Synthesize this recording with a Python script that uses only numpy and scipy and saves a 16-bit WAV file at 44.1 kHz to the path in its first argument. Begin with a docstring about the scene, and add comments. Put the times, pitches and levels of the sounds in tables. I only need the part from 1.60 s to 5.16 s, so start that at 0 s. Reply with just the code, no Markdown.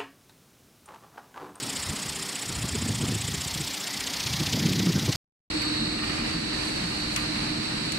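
"""A small many-bladed wind rotor whirs in a yard, about fifteen turns a second: shaped noise for the steady
rush of blades, and a strong and a weak noise burst per turn for the swishes, with a narrow whistling hiss.
Wind rumbles throughout as slow-shaped noise; from early on, eddies buffet the microphone as short swings
and puffs. Midway its angle changes: the swishes darken and tighten into falling chops. After a lull the
buffets return at their hardest. The generator hums faintly on its post throughout, as narrow noise bands."""
import sys
import numpy as np
from scipy import signal
from scipy.fft import rfft, irfft
from scipy.io import wavfile
from scipy.ndimage import uniform_filter1d

SR = 44100
rng = np.random.default_rng(int(sys.argv[2]) if len(sys.argv) > 2 else 0)


def put_to_file(sound):
    """Save the sound as 16-bit audio at rate SR, in the file named by the first command-line argument."""
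    columns = np.atleast_2d(sound).T  # one column per channel
    safe = np.clip(columns, -1, 1)
    whole_steps = np.round(safe * 32767)
    wavfile.write(sys.argv[1], SR, whole_steps.astype(np.int16))


N = 156996
FRAME = 256  # samples


def amp(db):
    """Decibels to gain."""
    return 10 ** (np.asarray(db) / 20)


def evened(x):
    """Scales to rms 1."""
    return x / np.sqrt(np.mean(x ** 2) + 1e-20)


def curve(table, t, axis=1):
    """One column of a table, joined by straight lines in time."""
    rows = np.array(table, float)
    return np.interp(t, rows[:, 0], rows[:, axis])


def colour(table, hz, axis=1):
    """One column of a table, joined by straight lines on log frequency."""
    rows = np.array(table, float)
    return np.interp(np.log(hz + 1), np.log(rows[:, 0]), rows[:, axis])


def wobble(rate_hz):
    """Smooth random signal of rms 1, rolled off above a rate."""
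    hz = np.fft.rfftfreq(N, 1 / SR)
    slowed = rfft(rng.standard_normal(N)) / (1 + (hz / rate_hz) ** 4)
    return evened(irfft(slowed, N))


def grid(size):
    """Frame times in s (a column) and bin frequencies in Hz (a row)."""
    hop = size // 4
    frame_s = np.arange(N // hop + 3)[:, None] * hop / SR
    return frame_s, np.fft.rfftfreq(size, 1 / SR)


def air(field_db, patch_db):
    """Turbulence noise: follows a time-frequency field in dB per Hz, with random patches."""
    size = 2 * (field_db.shape[1] - 1)
    frames = dict(nperseg=size, noverlap=size - size // 4)
    white = rng.standard_normal(N + 2 * size)
    bins = signal.stft(white, **frames)[2].T[:len(field_db)]
    patches = uniform_filter1d(rng.standard_normal(bins.shape), size=8, axis=0)
    patches = evened(uniform_filter1d(patches, size=4, axis=1))
    shaped = bins * amp(field_db + patch_db * patches)
    return signal.istft(shaped.T, **frames)[1][:N] * np.sqrt(SR / 2)


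def angled(table, hz, share):
    """Blends the spectra of the two microphone angles by power, in dB."""
    share = np.clip(share, 0, 1)
    first_power = amp(colour(table, hz)) ** 2
    second_power = amp(colour(table, hz, axis=2)) ** 2
    return 10 * np.log10((1 - share) * first_power + share * second_power)


# rotor speed: start_s, turns_per_s
TURN_RATE = [(0, 15.14), (.8, 15.14), (1.1, 15.2), (2, 15.17), (2.5, 15.2), (2.8, 15.29), (3.05, 15.17),
             (3.5, 15.08)]
# progress from first to second angle (0-1): start_s, rush_share, strong_share, weak_share
ANGLE = [(0, 0.1, 0.024, .02), (1.1, 0, .03, 0.054), (1.7, 0.6, 0.046, 0.079), (1.95, 0.58, 0.23, 0.56),
         (2.3, 0.62, 0.24, 0.75), (2.67, 0.46, 1, 0.84), (3.0, 0.95, 0.97, 0.94), (3.56, 0.76, 0.66, .97)]
# rotor loudness offsets: start_s, rush_db, swish_db
EFFORT = [(0, 0.16, 1.1), (1.15, -0.1, 0.6), (1.6, -1, 2), (2.0, -0.9, 0.5), (2.35, -1, 0),
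          (2.65, 1.1, 1.3), (2.85, 0.5, 2), (2.935, 1, 3.5), (3.0, 0, 1.2), (3.15, -0.5, 1.6),
          (3.38, 0, -1.5), (3.56, -0.5, 1.5)]
# delay within a swish at the second angle, scaled by each swish's sweep: pitch_hz, delay_s
SWEEP = [(1600, 0.0055), (3000, .001), (5000, -.0025), (7200, -0.0039), (9500, 0.0011)]
START_TURN = -0.03  # turns
SWISH_SPREAD_OCT, SWISH_PATCH_DB = 0.034, 0.75
FLUTTER_DB, FLUTTER_HZ = 1.3, 650
TIGHTEN = 0.15  # share of width lost at the second angle


def swish(spectrum, axis, place_turn, rise_s, fade_s, level_db, sweep):
    """Once a turn hiss swells and fades; at the second angle it is shorter and its bands are staggered."""
    t, hz = grid(size=FRAME)
    now = np.arange(N) / SR
    rotor_turns = START_TURN + np.cumsum(curve(TURN_RATE, now)) / SR
    turns = np.interp(t, now, rotor_turns) - place_turn
    nearest = np.round(turns).astype(int)
    share = np.clip(curve(ANGLE, t, axis=axis), 0, 1)
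    offset_s = (turns - nearest) / curve(TURN_RATE, t) - sweep * share * colour(SWEEP, hz)
    width_s = np.where(offset_s < 0, rise_s, fade_s) * (1 - TIGHTEN * share)
    swell_db = -10 * np.log10(np.e) * (offset_s / width_s) ** 2
    detune_oct = SWISH_SPREAD_OCT * rng.standard_normal(size=128)[nearest]
    detuned_hz = hz * 2 ** detune_oct
    low_cut_db = -10 * np.log10(1 + (1200 / (hz + 1)) ** 4)
    field_db = angled(spectrum, detuned_hz, share) + low_cut_db + swell_db + curve(EFFORT, t, axis=2)
    flutter_db = FLUTTER_DB * wobble(FLUTTER_HZ)
    return air(field_db, SWISH_PATCH_DB) * amp(level_db + flutter_db)


# strong swish spectrum: pitch_hz, first_angle_db_per_hz, second_angle_db_per_hz
STRONG = [(1360, -86.5, -75.5), (2220, -76.5, -70), (3460, -70, -64.5), (3900, -77, -66),
          (5160, -72.5, -67), (6100, -85, -69.5), (6740, -71.5, -69), (7300, -70.5, -75),
          (7850, -75.5, -80), (9220, -71.5, -81), (9920, -82, -81), (12000, -87.5, -84), (15000, -103, -91)]


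def strong_swish():
    """The stronger hiss burst of each turn."""
    return swish(STRONG, axis=2, place_turn=0.516, rise_s=0.0073, fade_s=0.0061, level_db=1.07, sweep=0.94)


# weak swish spectrum: pitch_hz, first_angle_db_per_hz, second_angle_db_per_hz
WEAK = [(1500, -100, -97), (2670, -83.5, -79), (3400, -72, -68), (4120, -85, -70.5), (4320, -75.5, -65),
        (6000, -78.5, -72), (6800, -74, -73.5), (7400, -74, -77), (8900, -77, -92), (10400, -85.5, -85.5),
        (13500, -95, -85), (15500, -96, -97)]


def weak_swish():
    """The weaker hiss burst, about half a turn from the strong one."""
    return swish(WEAK, axis=3, place_turn=0.02, rise_s=0.0087, fade_s=0.005, level_db=1.0, sweep=0.7)


# whistle spectrum: pitch_hz, first_angle_db_per_hz, second_angle_db_per_hz
WHISTLE = [(5500, -105, -110), (6460, -76, -88), (7220, -70, -78), (7840, -61.5, -73), (7910, -69, -78),
           (8600, -85, -92), (10100, -110, -112)]


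def whistle():
    """Narrow hiss near the strong swish, weaker at the second angle."""
    return swish(WHISTLE, axis=2, place_turn=0.455, rise_s=0.0077, fade_s=0.0045, level_db=-0.54, sweep=0.066)


# rush spectrum: pitch_hz, first_angle_db_per_hz, second_angle_db_per_hz
RUSH = [(30, -96, -84), (70.4, -96, -92), (128, -65, -68), (199, -64.5, -67), (336, -73.5, -80),
        (600, -76.5, -76.5), (785, -75.5, -71.5), (1190, -74.5, -77), (1570, -78, -77), (1990, -74, -70.5),
        (2650, -77, -75), (3520, -78.5, -72.5), (4960, -74, -72), (5490, -74, -73), (6500, -91, -78.5),
        (8400, -82.5, -86.5), (9360, -78.5, -83), (10400, -93, -88), (12400, -86.5, -87),
        (14200, -96, -86.5), (15500, -95, -94)]
# offset of the top treble: start_s, level_db
TREBLE = [(1.65, -1), (1.95, 2.5), (2.6, 0.5), (3.0, 0.5)]
TREBLE_HZ, RUSH_PATCH_DB = 10900, 1.89


def rush():
    """The steady rush of all the blades: patchy noise that follows angle and effort."""
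    t, hz = grid(size=2 * FRAME)
    top_db = curve(TREBLE, t) * (hz > TREBLE_HZ)
    field_db = angled(RUSH, hz, curve(ANGLE, t)) + curve(EFFORT, t) + top_db
    return air(field_db, RUSH_PATCH_DB)


# single eddies, level before the swing and puff gains: start_s (centre), level_db, pitch_hz, half_length_s
BUFFETS = [(0.038, -36.5, 130.5, 0.011), (0.309, -31, 140, 0.0088), (0.339, -27.5, 190, 0.0064),
           (0.465, -28.5, 130, .004), (0.905, -24, 140, 0.0068), (0.989, -25, 132, 0.0048),
           (1.048, -23.5, 135, 0.0069), (1.157, -22.5, 210, .006), (1.223, -29, 229.4, .012),
           (1.261, -23, 175, 0.0023), (1.293, -22.5, 255, 0.0045), (1.31, -29, 245, 0.0035),
           (1.411, -25, 190, 0.0071), (1.438, -20.5, 115, 0.0092), (1.492, -25, 144, 0.006),
           (1.523, -24.5, 195, .003), (1.559, -26.5, 170, 0.0084), (1.689, -23, 170, 0.0045),
           (1.741, -28, 160, 0.011), (1.818, -32, 150, 0.0065), (1.865, -27.5, 131, 0.0054),
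           (1.962, -28, 173, .005), (2.01, -26.5, 150, 0.011), (2.816, -23.5, 140, 0.015),
           (2.877, -23.5, 120, 0.0047), (2.944, -23, 230, 0.01), (2.977, -22, 240, 0.0063),
           (3.034, -15.5, 290, 0.0024), (3.06, -22.5, 165, 0.014), (3.09, -27, 290, 0.0056),
           (3.202, -25, 170, 0.011), (3.273, -13, 180, 0.0026), (3.299, -17.5, 160, 0.0086),
           (3.363, -19, 180, 0.0069), (3.382, -17.5, 230, 0.0025), (3.432, -20.5, 178, 0.007),
           (3.481, -20, 200, 0.0022), (3.494, -16, 135, 0.0073)]
# puff spectrum, relative: pitch_hz, level_db
PUFF = [(100, -8), (300, 2), (480, -6), (700, -19.5), (1400, -18.5), (3000, -58)]
# gains relative to each buffet's level
BUFFET_SWING_DB, BUFFET_OVERTONE_DB, PUFF_DB = -0.9, -13, -11
PITCH_WANDER, PITCH_WANDER_HZ = 0.1997, 114.4  # rms share of pitch, rate


def buffets():
    """Eddies strike the microphone: a brief, low, lopsided pressure swing tears off a puff of noise."""
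    now, out = np.arange(N) / SR, np.zeros(N)
    wander_s = np.cumsum(PITCH_WANDER * wobble(PITCH_WANDER_HZ)) / SR
    puff_gain = amp(colour(PUFF, np.fft.rfftfreq(N, 1 / SR)))
    puff = amp(PUFF_DB) * evened(irfft(rfft(rng.standard_normal(N)) * puff_gain, N))
    phases_turn = rng.random(len(BUFFETS))
    for (centre_s, level_db, pitch_hz, half_length_s), phase_turn in zip(BUFFETS, phases_turn):
        swell = np.exp(-0.5 * ((now - centre_s) / half_length_s) ** 2)
        swing_rad = 2 * np.pi * (pitch_hz * (now + wander_s) + phase_turn)
        fundamental = amp(BUFFET_SWING_DB) * np.sin(swing_rad)
        overtone = amp(BUFFET_OVERTONE_DB) * swell * np.sin(2 * swing_rad)
        out += amp(level_db) * swell * (fundamental + overtone + puff)
    return out


# wind at the microphone, before WIND_DB: start_s, level_db
GUST = [(0, -47.5), (.3, -38), (.4, -47.5), (.5, -39), (.77, -51), (.9, -38), (1.1, -37), (1.25, -34),
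        (1.38, -35.5), (1.53, -34), (1.61, -37.5), (1.72, -36.5), (2.0, -40), (2.07, -40), (2.28, -51),
        (2.4, -40.5), (2.5, -45), (2.72, -35), (2.85, -36.5), (3.0, -33), (3.15, -32.5), (3.4, -33.5),
        (3.56, -37)]
# rumble spectrum, relative, at a gust level of -30 dB: pitch_hz, level_db
RUMBLE = [(20, -25), (42, -32), (65, -55), (90, -13), (150, -5), (240, -1.5), (330, -6), (450, -9.5),
          (650, -23.5), (1200, -46), (3000, -64)]
WIND_DB, LUMPS_DB, LUMPS_HZ = 2, 1.94, 35
BRIGHTEN_OCT_PER_DB = 0.2044


def wind():
    """Lumpy rumble on the microphone; stronger gusts shift its spectrum up."""
    t, hz = grid(size=4 * FRAME)
    brighten_oct = BRIGHTEN_OCT_PER_DB * (curve(GUST, t) + 30)
    rumble = evened(air(colour(RUMBLE, hz / 2 ** brighten_oct), patch_db=-1.0))
    lumpy = evened(rumble * amp(LUMPS_DB * wobble(LUMPS_HZ)))
    return lumpy * amp(WIND_DB + curve(GUST, np.arange(N) / SR))


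# generator resonances: pitch_hz, width_hz, level_db
HUM = [(277.5, 29.5, -50.5), (389.7, 3.4, -56)]


def hum():
    """Faint wavering resonances of the generator: narrow noise around each pitch."""
    now, out = np.arange(N) / SR, np.zeros(N)
    for pitch_hz, width_hz, level_db in HUM:
        waver = wobble(width_hz) + 1j * wobble(width_hz)
        tone = (waver * np.exp(2j * np.pi * pitch_hz * now)).real
        out += amp(level_db) * evened(tone)
    return out


# left minus right: pitch_hz, level_db
BALANCE = [(750, 0), (1000, 1.3), (1500, 1.7), (2100, .4), (2700, 0), (8000, 0), (8800, -1.5), (9800, -1),
           (10400, 0)]
# gain of a noise, shaped like the rush, that differs between the sides: pitch_hz, level_db
WIDTH = [(820, -79), (1000, -67), (2100, -8.5), (2500, -22.5), (5000, -73), (7500, -72), (8800, -30),
         (9600, -3), (10600, -50)]


def scene():
    """Rotor and wind, nearly mono; a little noise in two narrow bands differs between the sides."""
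    hz = np.fft.rfftfreq(N, 1 / SR)
    swishes = strong_swish() + weak_swish() + whistle()
    mono = swishes + rush() + buffets() + wind() + hum()
    side = rfft(rush()) * amp(colour(WIDTH, hz))
    lean_db = colour(BALANCE, hz)
    balanced = rfft(mono) * amp(np.array([lean_db, -lean_db]) / 2)
    return irfft(balanced + np.array([side, -side]), N)


LOW_CUT_HZ, EDGE_HZ = 76, 15750


def record(dry):
    """The microphone's bass cut, then the band limit."""
    hz = np.fft.rfftfreq(N, 1 / SR)
    thinned = irfft(rfft(dry) / np.sqrt(1 + (LOW_CUT_HZ / (hz + 1)) ** 6), N)
    band_limit = signal.firwin(1023, EDGE_HZ, window=("kaiser", 9), fs=SR)
    return signal.oaconvolve(thinned, band_limit[None], "same")


dry = scene()
out = record(dry)
put_to_file(out)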